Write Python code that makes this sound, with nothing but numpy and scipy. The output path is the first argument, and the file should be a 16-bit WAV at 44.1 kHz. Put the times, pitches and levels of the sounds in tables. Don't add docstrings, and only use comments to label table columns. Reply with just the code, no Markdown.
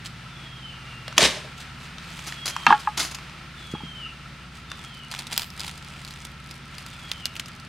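import sys
import numpy as np
from scipy import signal
from scipy.io import wavfile
from scipy.ndimage import map_coordinates

SR = 44100
rng = np.random.default_rng(int(sys.argv[2]) if len(sys.argv) > 2 else 0)


def persist_wave(psi):
    counts = np.round(np.clip(psi, -1, 1) * 32767).astype(np.int16)
    wavfile.write(sys.argv[1], SR, np.atleast_2d(counts).T)


N = 338688
TIME = np.arange(N) / SR
SHORT = TIME[:4096]


def amp(db):
    return 10 ** (np.asarray(db) / 20)


def unit(x):
    return x / np.sqrt(np.mean(x ** 2) + 1e-20)


def peaked(x):
    return x / (abs(x).max() + 1e-20)


def sine(hz):
    return np.sin(2 * np.pi * np.cumsum(hz) / SR)


def over_time(points):
    return np.interp(TIME, *np.transpose(points))


def read(points, hz):
    f, value = np.transpose(points)
    return np.interp(np.log(hz + 1), np.log(f + 1), value)


def add(mix, s, sound):
    part = mix[max(round(s * SR), 0):][:len(sound)]
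    part += sound[:len(part)]


def colour(x, points):
    hz = abs(np.fft.fftfreq(4096, 1 / SR))
    log_gain = np.log(amp(np.maximum(read(points, hz), -100)))
    minimum_phase = np.exp(np.conj(signal.hilbert(log_gain)))
    taps = np.fft.ifft(minimum_phase).real[:2048]
    return signal.oaconvolve(x, taps)[:len(x)]


def band(x, low_hz, high_hz, order=2):
    high_hz = min(max(high_hz, low_hz + 1), SR / 2 - 1)
    sos = signal.butter(order, [low_hz, high_hz], "band", fs=SR, output="sos")
    return signal.sosfilt(sos, x)


def wander(rate):
    knots = rng.standard_normal(4096)
    return unit(map_coordinates(knots, [TIME * rate], order=3, mode="wrap"))


def burst(decay):
    return rng.standard_normal(len(SHORT)) * np.exp(-SHORT / decay)


def grains(per_s, spread_db, decay, count=10):
    size = amp(spread_db * np.minimum(rng.exponential(1, N), 4)) * (rng.random(N) < per_s / SR)
    kind = rng.integers(0, count, N)
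    return sum(signal.oaconvolve(size * (kind == k), unit(burst(decay)))[:N] for k in range(count))


def gesture(s, length, attack, release):
    ramp = np.clip(np.minimum((TIME - s) / attack, (s + length - TIME) / release), 0, 1)
    return np.sin(np.pi / 2 * ramp)


def surge(s, peak_after, width):
    bell = np.exp(-np.minimum(((TIME - s - peak_after) / width) ** 2, 50))
    return np.clip((TIME - s) / 0.004, 0, 1) * bell


# f/Hz, t60/s
YARD_T60 = [(150, 0.33), (500, 0.61), (1500, 0.54), (4000, 0.4), (8000, 0.35), (15000, 0.41)]


def yard(x):
    t = TIME[:SR * 2 // 3]
    hits = rng.random(len(t)) < 3000 / SR
    echoes = rng.standard_normal(len(t)) * hits * np.clip(t / 0.0033, 0, 1)
    hz, frames, z = signal.stft(echoes, SR, nperseg=256)
    fade = amp(-60 * frames / read(YARD_T60, hz)[:, None])
    tail = signal.istft(z * fade, SR, nperseg=256)[1]
    return signal.oaconvolve(x, tail / np.linalg.norm(tail))[:N]


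# f/Hz, side filter level/dB
NEAR_WIDTH = [(60, -37), (200, -42), (500, -20), (1000, -27), (2000, -19), (4000, -12.5), (8000, -9),
              (14000, -7)]
# f/Hz, side filter level/dB
FAR_WIDTH = [(60, -29), (110, -21), (200, -12.5), (380, -10), (700, -10.5), (1290, -10.5), (2380, -10.5),
             (4400, -7), (8120, -3.5), (15000, 1.5)]


def place(x, wet_db):
    scatter = burst(0.004)
    side = signal.oaconvolve(x, scatter / np.linalg.norm(scatter))[:N]
    mid = x + amp(wet_db) * yard(x)
    return np.array([mid, colour(side, NEAR_WIDTH) + amp(wet_db) * colour(yard(x), FAR_WIDTH)])


# f/Hz, level/dB
LEAF_TONE = [(15, -39), (25, -9), (48, -7), (108, -5), (130, 8.5), (175, -5.5), (263, -22.5), (344, -10.5),
             (384, -22), (1160, -15), (1330, -10), (1480, -13.5), (2610, -13.5), (5000, -23.5),
             (16000, -52.5)]
# f/Hz, level/dB
HISS_TONE = [(2940, -18), (5000, -1), (5840, -14), (6570, -40), (8420, 1), (10700, -15.5), (14400, -16),
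             (16000, -43)]
# t/s, level/dB
BREEZE = [(0, -45), (1.16, -44.5), (2.7, -42.5), (4.0, -46), (6.4, -46.5), (7.1, -45.5), (7.68, -46.5)]


def air():
    def wash():
        rumble = amp(-54.0) * unit(band(rng.standard_normal(N), 51, 270))
        leaves = unit(band(colour(rng.standard_normal(N), LEAF_TONE), 343, 26000))
        leaves += amp(-20.5) * unit(colour(rng.standard_normal(N), HISS_TONE))
        return rumble + leaves * amp(over_time(BREEZE) + 0.69 * wander(14))
    return np.array([wash(), colour(wash(), FAR_WIDTH)])


# t/s, firing rate f/Hz
SPEED = [(0, 15.08), (1.2, 15.1), (1.8, 15.32), (4, 15.36), (6, 15.42), (7.68, 15.55)]
# multiple of the firing rate, rms level/dB
EXHAUST = [(2, -80), (3, -59.5), (4, -53.5), (5, -56.5), (6, -57.5), (8, -60.5), (9, -51), (10, -62),
           (11, -54), (12, -57.5), (13, -72.5), (14, -65.5), (15, -60.5), (16, -63)]
# t/s, rms level/dB
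HUM = [(0, -49), (1.2, -48), (2.2, -66), (7.68, -52.5)]


def engine():
    cycles = np.cumsum(over_time(SPEED)) / SR
    exhaust = np.zeros(N)
    for k, db in EXHAUST:
        order = np.cos(2 * np.pi * (round(k) * cycles + rng.random()))
        exhaust += amp(db + 1.85 * wander(3.005)) * np.sqrt(2) * order
    stroke = np.exp(-((cycles + 0.5) % 1 - 0.5) ** 2 / 0.09 ** 2)
    clack = unit(stroke * amp(2 * wander(15)) * sine(1335 + 25 * wander(60)))
    whirr = unit(band(rng.standard_normal(N), 1293, 1356))
    hum = amp(over_time(HUM)) * np.sqrt(2) * sine(121 + 3 * wander(6.3))
    return exhaust + hum + amp(-56.5) * clack + amp(-59.0) * whirr


# t/s, length/s, middle pitch f/Hz, sag/(Hz per s), slur/Hz, level/dB at mid call
WHISTLES = [(0.289, 0.43, 3245, 700, 310, -48), (0.718, .42, 2780, 80, 4, -53.5),
            (2.25, 0.46, 3254, 680, 89.5, -46), (3.537, .54, 3210, 850, 420.5, -46),
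            (4.63, .41, 3310, 2000, 104, -51.5), (6.841, .42, 3300, 1900, 160.5, -50.5)]
# delay t/s, level/dB
TREE_ECHOES = [(.052, -31), (.087, -27)]
SLUR_IN_S, SLUR_OUT_S = 0.04, 0.046
WHISTLE_ATTACK_S, WHISTLE_RELEASE_S = 0.069, 0.01
WHISTLE_SWELL_DB_PER_S = 19


def bird():
    out = np.zeros(N)
    waver, flutter = 1 + 0.005 * wander(70), amp(2.2 * wander(25))
    for s, length, hz, sag, slur_hz, db in WHISTLES:
        t = np.clip(TIME - s, 0, length)
        from_middle = t - length / 2
        slur = np.exp(-t / SLUR_IN_S) - np.exp((t - length) / SLUR_OUT_S)
        pitch = hz - sag * from_middle + slur_hz * slur
        level = amp(db + WHISTLE_SWELL_DB_PER_S * from_middle)
        level = level * gesture(s, length, WHISTLE_ATTACK_S, WHISTLE_RELEASE_S)
        out += level * flutter * sine(pitch * waver)
    heard = out.copy()
    for delay, db in TREE_ECHOES:
        add(heard, delay, amp(db) * out)
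    return heard


# t/s, level/dB, rise/s, decay/s
STEPS = [(2.261, -31, 0.019, 0.017), (2.455, -23, 0.0024, 0.011), (2.465, -22.5, 0.0024, 0.0044),
         (2.473, -23.5, 0.0045, 0.017), (2.496, -29, 0.0018, .008), (2.34, -35, .001, 0.0035),
         (2.794, -37.5, 0.0055, 0.022), (2.971, -22.5, 0.0064, 0.017), (2.989, -21, 0.0089, 0.036),
         (3.046, -23.5, 0.0028, 0.0045), (3.11, -33, 0.0027, 0.014), (3.145, -32, 0.0025, 0.0099),
         (3.71, -43, 0.0063, 0.012)]
# f/Hz, level/dB
GRAVEL_TONE = [(150, -16), (300, -5), (520, -14), (640, -6), (1150, -1.5), (2250, -3.5), (4800, -2),
               (8000, -7), (11000, -13), (14500, -23), (16000, -32)]


def steps():
    power = np.zeros(N)
    for s, db, rise, decay in STEPS:
        onset = np.clip((TIME - s) / rise, 0, 1)
        fade = np.exp(-np.maximum(TIME - s - rise, 0) / decay)
        power += (amp(db) * onset * fade) ** 2
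    pebbles = colour(grains(per_s=2800, spread_db=2.5, decay=0.00031), GRAVEL_TONE)
    return np.sqrt(power) * unit(band(pebbles, 190, 20000))


# t/s, slap level/dB, pitch scale f/Hz (starts at 0.976 of it), spray level/dB
DRIPS = [(7.1157, -11.5, 4430, -3), (7.135, -35, 6000, -4), (7.1695, -44, 6000, -8),
         (7.2559, -11, 5460, -1), (7.265, -27, 6100, 7), (7.355, -26, 3600, -9), (7.365, -27, 3600, 8),
         (7.397, -16, 3790, 2.5), (7.459, -36, 6500, 14), (7.483, -32, 3240, 8), (7.599, -37, 5470, 9)]


def drips():
    out = np.zeros(N)
    for s, db, hz, splash_db in DRIPS:
        pitch = hz * (0.37 + 0.606 * np.exp(-SHORT / 0.00198))
        slap = sine(pitch) * np.exp(-SHORT / 0.0016)
        tick = amp(-1.0) * peaked(band(burst(0.000083), 3900, 14000))
        spray = band(burst(0.005) * rng.random(len(SHORT)) ** 3, 900, 7000)
        add(out, s, amp(db) * (slap + tick + amp(splash_db) * spray))
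    return out


# t/s (sounds 0.955 ms later), level/dB (peak lies 5
# dB lower), f/Hz
TAPS = [(0.058, -18.5, 4500), (1.0785, -19, 3600), (1.0793, -15.5, 830), (1.1256, -21, 1600),
        (1.9825, -20, 4030), (2.1910, -19.5, 1430), (2.323, -12, 2270), (2.5635, -8.5, 1610),
        (3.185, -22.5, 1540), (3.2950, -25, 1210), (4.7155, -11.5, 1660), (5.138, -14, 1830)]


def taps():
    out = np.zeros(N)
    for s, db, hz in TAPS:
        touch = burst(0.0018)
        tap = band(touch, hz * 0.64, hz * 1.11) + amp(-2.0) * band(touch, 800, 4200)
        add(out, s + 0.000955, amp(db - 5) * peaked(tap))
    return out


# t/s, length/s, level/dB
RUBS = [(0.041, .04, -38.5), (1.564, 0.076, -43), (1.782, 0.11, -49), (1.987, 0.48, -45),
        (2.397, 0.59, -46.5), (3.524, 0.27, -52), (3.8, 0.3, -57.5), (4.515, .1, -51.5)]
# f/Hz, level/dB
TEAR_TONE = [(200, -6.5), (500, -18.5), (850, 2.5), (1300, -10), (2500, 3), (3900, 2), (5200, -2),
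             (8000, -5.5), (10500, -13), (13000, -18), (16000, -26)]


def rubs():
    rustle = unit(colour(grains(per_s=6700, spread_db=7.0, decay=0.00035), TEAR_TONE))
    return rustle * sum(amp(db) * gesture(s, length, length / 2, length / 2) for s, length, db in RUBS)


# t/s, length/s, level/dB
PULLS = [(4.74, 0.16, -48.5), (5.096, .15, -38.5), (5.296, 0.16, -36), (5.572, 0.16, -40.5),
         (5.708, 0.31, -50), (5.973, 0.308, -48.5), (6.688, .55, -53)]
PULL_EDGE_S = 0.042


def pulls():
    fibres = unit(colour(grains(per_s=1100, spread_db=6, decay=0.00089), TEAR_TONE))
    return fibres * sum(amp(db) * gesture(s, length, PULL_EDGE_S, PULL_EDGE_S) for s, length, db in PULLS)


# f/Hz, level/dB
SNAP_TONE = [(200, -19), (600, -6), (1500, -2.5), (2800, 1), (4500, 7), (6500, -2), (9000, -2.5),
             (12000, -9.5), (16000, -23)]
OPEN_S, THIN_DB, THIN_PER_S = 4.7, -59, 30


def thin_fibres():
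    thin = unit(colour(grains(per_s=THIN_PER_S, spread_db=1.0, decay=0.0009), SNAP_TONE))
    return thin * amp(THIN_DB) * (TIME > OPEN_S)


# t/s, crack peak level/dB, ring f/Hz, splintering level/dB against the crack
SNAPS = [(5.114, -24, 3600, 5.5), (5.1904, -17.5, 4550, -3), (5.269, -22, 4000, -2),
         (5.3285, -18.5, 3860, 2.5), (5.3778, -1.5, 3600, -13), (5.3956, -11.5, 6900, -16),
         (5.4192, -14.5, 4600, -6.5), (5.5032, -25, 5500, -6), (5.577, -25, 2700, -5),
         (5.596, -22.5, 4800, 1.5), (5.605, -15.5, 5140, -4.5), (5.664, -29, 4460, 5),
         (5.68, -25.5, 3930, 5.5), (5.778, -23.5, 2620, -9), (5.8469, -29, 5000, -20),
         (6.049, -21, 4550, -8), (6.0777, -22, 4340, -15), (6.108, -24, 4400, -3), (6.251, -19, 3700, -4),
         (6.511, -22.5, 5600, -2.5), (6.783, -20.5, 4800, -7.5), (6.864, -21, 2920, -4)]


def snaps():
    out = np.zeros(N)
    for s, db, hz, splinter_db in SNAPS:
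        ring = np.sin(2 * np.pi * hz * SHORT) * np.exp(-SHORT / 0.00067)
        crack = peaked(colour(signal.unit_impulse(len(SHORT)), SNAP_TONE)) + amp(-13.5) * ring
        scatter = burst(0.0045) * rng.random(len(SHORT)) ** 4
        splinters = peaked(signal.oaconvolve(scatter, crack)[:len(SHORT)])
        edge = peaked(band(burst(0.00023), 7800, 14000)) * amp(-1.5 + 0.84 * db)
        add(out, s, amp(db) * (peaked(crack) + edge + amp(splinter_db) * splinters))
    return out


# t/s, rms level/dB over the first 10 ms, hardness f/Hz
KNOCKS = [(2.6660, -8, 4200), (2.7030, -14, 1440), (2.7055, -10.5, 1270), (2.7244, -17, 1730),
          (2.7258, -9.5, 1750), (2.8727, -17.5, 1530), (3.749, -36, 1570), (3.803, -42, 980)]
# f/Hz, level/dB, t60/s
BLOCK_MODES = [(843, 6, 0.092), (850, 7, 0.086), (934, 3, 0.053), (1035, 1.5, 0.027), (1113, -11, 0.2),
               (1243, 3, 0.1), (1300, -10, 0.048), (1480, -14, 0.015), (1660, 7.5, 0.052), (1750, 3, 0.019),
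               (2150, 2, 0.044), (2400, 7, 0.027), (2700, 10, 0.044), (3220, 3, 0.026), (3600, -11, 0.11),
               (4200, 0, 0.028)]


def knocks():
    out = np.zeros(N)
    for s, db, hard_hz in KNOCKS:
        pitch = 825 + 0.642 * hard_hz * np.exp(-SHORT / 0.001566)
        bend = sine(pitch) * (1 - np.exp(-SHORT / 0.001)) * np.exp(-SHORT / 0.007)
        ring = np.zeros(len(SHORT))
        for hz, mode_db, t60 in BLOCK_MODES:
            ring += amp(mode_db - 60 * SHORT / t60) * np.sin(2 * np.pi * (hz * SHORT + rng.random()))
        contact = band(burst(0.0018), 970, 13000)
        blow = band(amp(15.0) * bend + ring + amp(11.5) * contact, 720, hard_hz)
        add(out, s, amp(db) * blow / np.std(blow[:SR // 100]))
    return out


# f/Hz, level/dB
RATTLE_TONE = [(71, -48), (120, -22), (221, -13), (527, -34), (838, -0.5), (1010, -21), (1410, 0),
               (1510, -19), (1820, -7), (1960, -20), (2890, -21), (3120, -14), (3890, -25), (4680, -27),
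               (10000, -48), (13000, -89), (22000, -120)]
RATTLE_DB, RATTLE_S = -20, 0.069


def rattle():
    chatter = unit(colour(grains(per_s=2100, spread_db=-0.5, decay=0.00071), RATTLE_TONE))
    return amp(RATTLE_DB) * surge(KNOCKS[0][0], 0, RATTLE_S) * chatter


# t/s, peak level/dB, pitch of the push f/Hz, ring length as a share of t60
THUDS = [(1.18, -21.5, 390, 0.67), (1.19, -16, 680, 0.81), (1.218, -15.5, 420, 0.8),
         (1.229, -16.5, 242, 0.87), (1.235, -30, 85, 1), (1.368, -35.5, 517, 1), (1.445, -37, 517, 1.2),
         (2.679, -27.5, 190, 1.6), (2.705, -23.5, 338, 1.3), (3.738, -18, 267, 0.57),
         (3.835, -26.5, 205, 0.86)]
# f/Hz, level/dB, t60/s
NUT_MODES = [(65.6, -2, 0.18), (123, -7, 0.14), (176, -3, 0.17), (225, 6, .045), (317, 1.5, 0.055),
             (383, -3.5, 0.082), (440, -6, 0.13), (618, 4.5, 0.047)]
THUD_SPREAD_OCTAVES = 0.54


def thuds():
    out, t = np.zeros(N), TIME[:SR // 4]
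    for s, db, push_hz, share in THUDS:
        ring = np.zeros(len(t))
        for hz, mode_db, t60 in NUT_MODES:
            stirred = np.exp(-(np.log2(hz / push_hz) / THUD_SPREAD_OCTAVES) ** 2)
            ring += stirred * amp(mode_db - 60 * t / (t60 * share)) * np.sin(2 * np.pi * hz * t)
        add(out, s, amp(db) * peaked(ring * (1 - np.exp(-t / 0.0023))))
    return out


# t/s, peak level/dB, decay/s
CRACKS = [(1.1797, 4, 0.001), (1.1813, 2.5, 0.0015), (1.1837, -2.5, 0.0013), (1.1893, -13, 0.00091),
          (1.219, -14, 0.00064), (1.2299, -8, 0.0013), (1.2377, -7, 0.0008), (1.256, -12, 0.0027)]
# f/Hz, level/dB
CRACK_TONE = [(120, -41), (200, -21), (623, -8.5), (1180, 1.5), (2130, -5), (3370, 4), (4120, -9),
              (6280, -5), (7410, -12), (7830, -14), (9230, -15), (11500, -24), (16000, -32)]
# f/Hz, level/dB
SPLIT_TONE = [(47, -39), (80, -15), (422, -6), (515, -11), (615, -5), (751, -12.5), (1120, -9),
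              (1430, -11.5), (1740, -2.5), (1900, -5), (3620, -4.5), (3870, -6), (8990, -16.5),
              (12000, -29), (16000, -49)]
CHOP_S, DEEPEST_AFTER_S, DRIVE_S, DRIVE_DB = 1.164, 0.068, 0.039, -14.5
SETTLE_DB, SETTLE_DB_PER_S = -23, 127


def chop():
    slips = amp(1.4 * wander(400))
    since = TIME - CHOP_S - DEEPEST_AFTER_S
    settle = (since > 0) * amp(SETTLE_DB - SETTLE_DB_PER_S * abs(since))
    force = np.hypot(amp(DRIVE_DB) * surge(CHOP_S, DEEPEST_AFTER_S, DRIVE_S), settle)
    fibre = colour(grains(per_s=4000, spread_db=0.5, decay=0.0004), SPLIT_TONE)
    out = force * unit(slips * fibre)
    for s, db, decay in CRACKS:
        fracture = np.sign(burst(1)) * np.exp(-SHORT / decay)
        add(out, s, amp(db) * peaked(colour(fracture, CRACK_TONE)))
    return out


def scene():
    husk = rubs() + pulls() + thin_fibres() + snaps()
    block = knocks() + rattle() + thuds()
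    mid, side = (air() + place(bird(), wet_db=2) + place(steps(), wet_db=-14)
                 + place(drips(), wet_db=-21.5) + place(taps(), wet_db=-9.0)
                 + place(husk, wet_db=-14.5) + place(block, wet_db=-34) + place(chop(), wet_db=-11.0))
    mid = mid + engine()
    return np.array([mid + side, mid - side])


EDGE_HZ = 16200


def record(dry):
    squashed = dry / (1 + (dry / 0.92) ** 8) ** (1 / 8)
    low_pass = signal.firwin(511, EDGE_HZ, window=("kaiser", 9), fs=SR)
    return signal.oaconvolve(squashed, low_pass[None], "same")


dry = scene()
out = record(dry)
persist_wave(out)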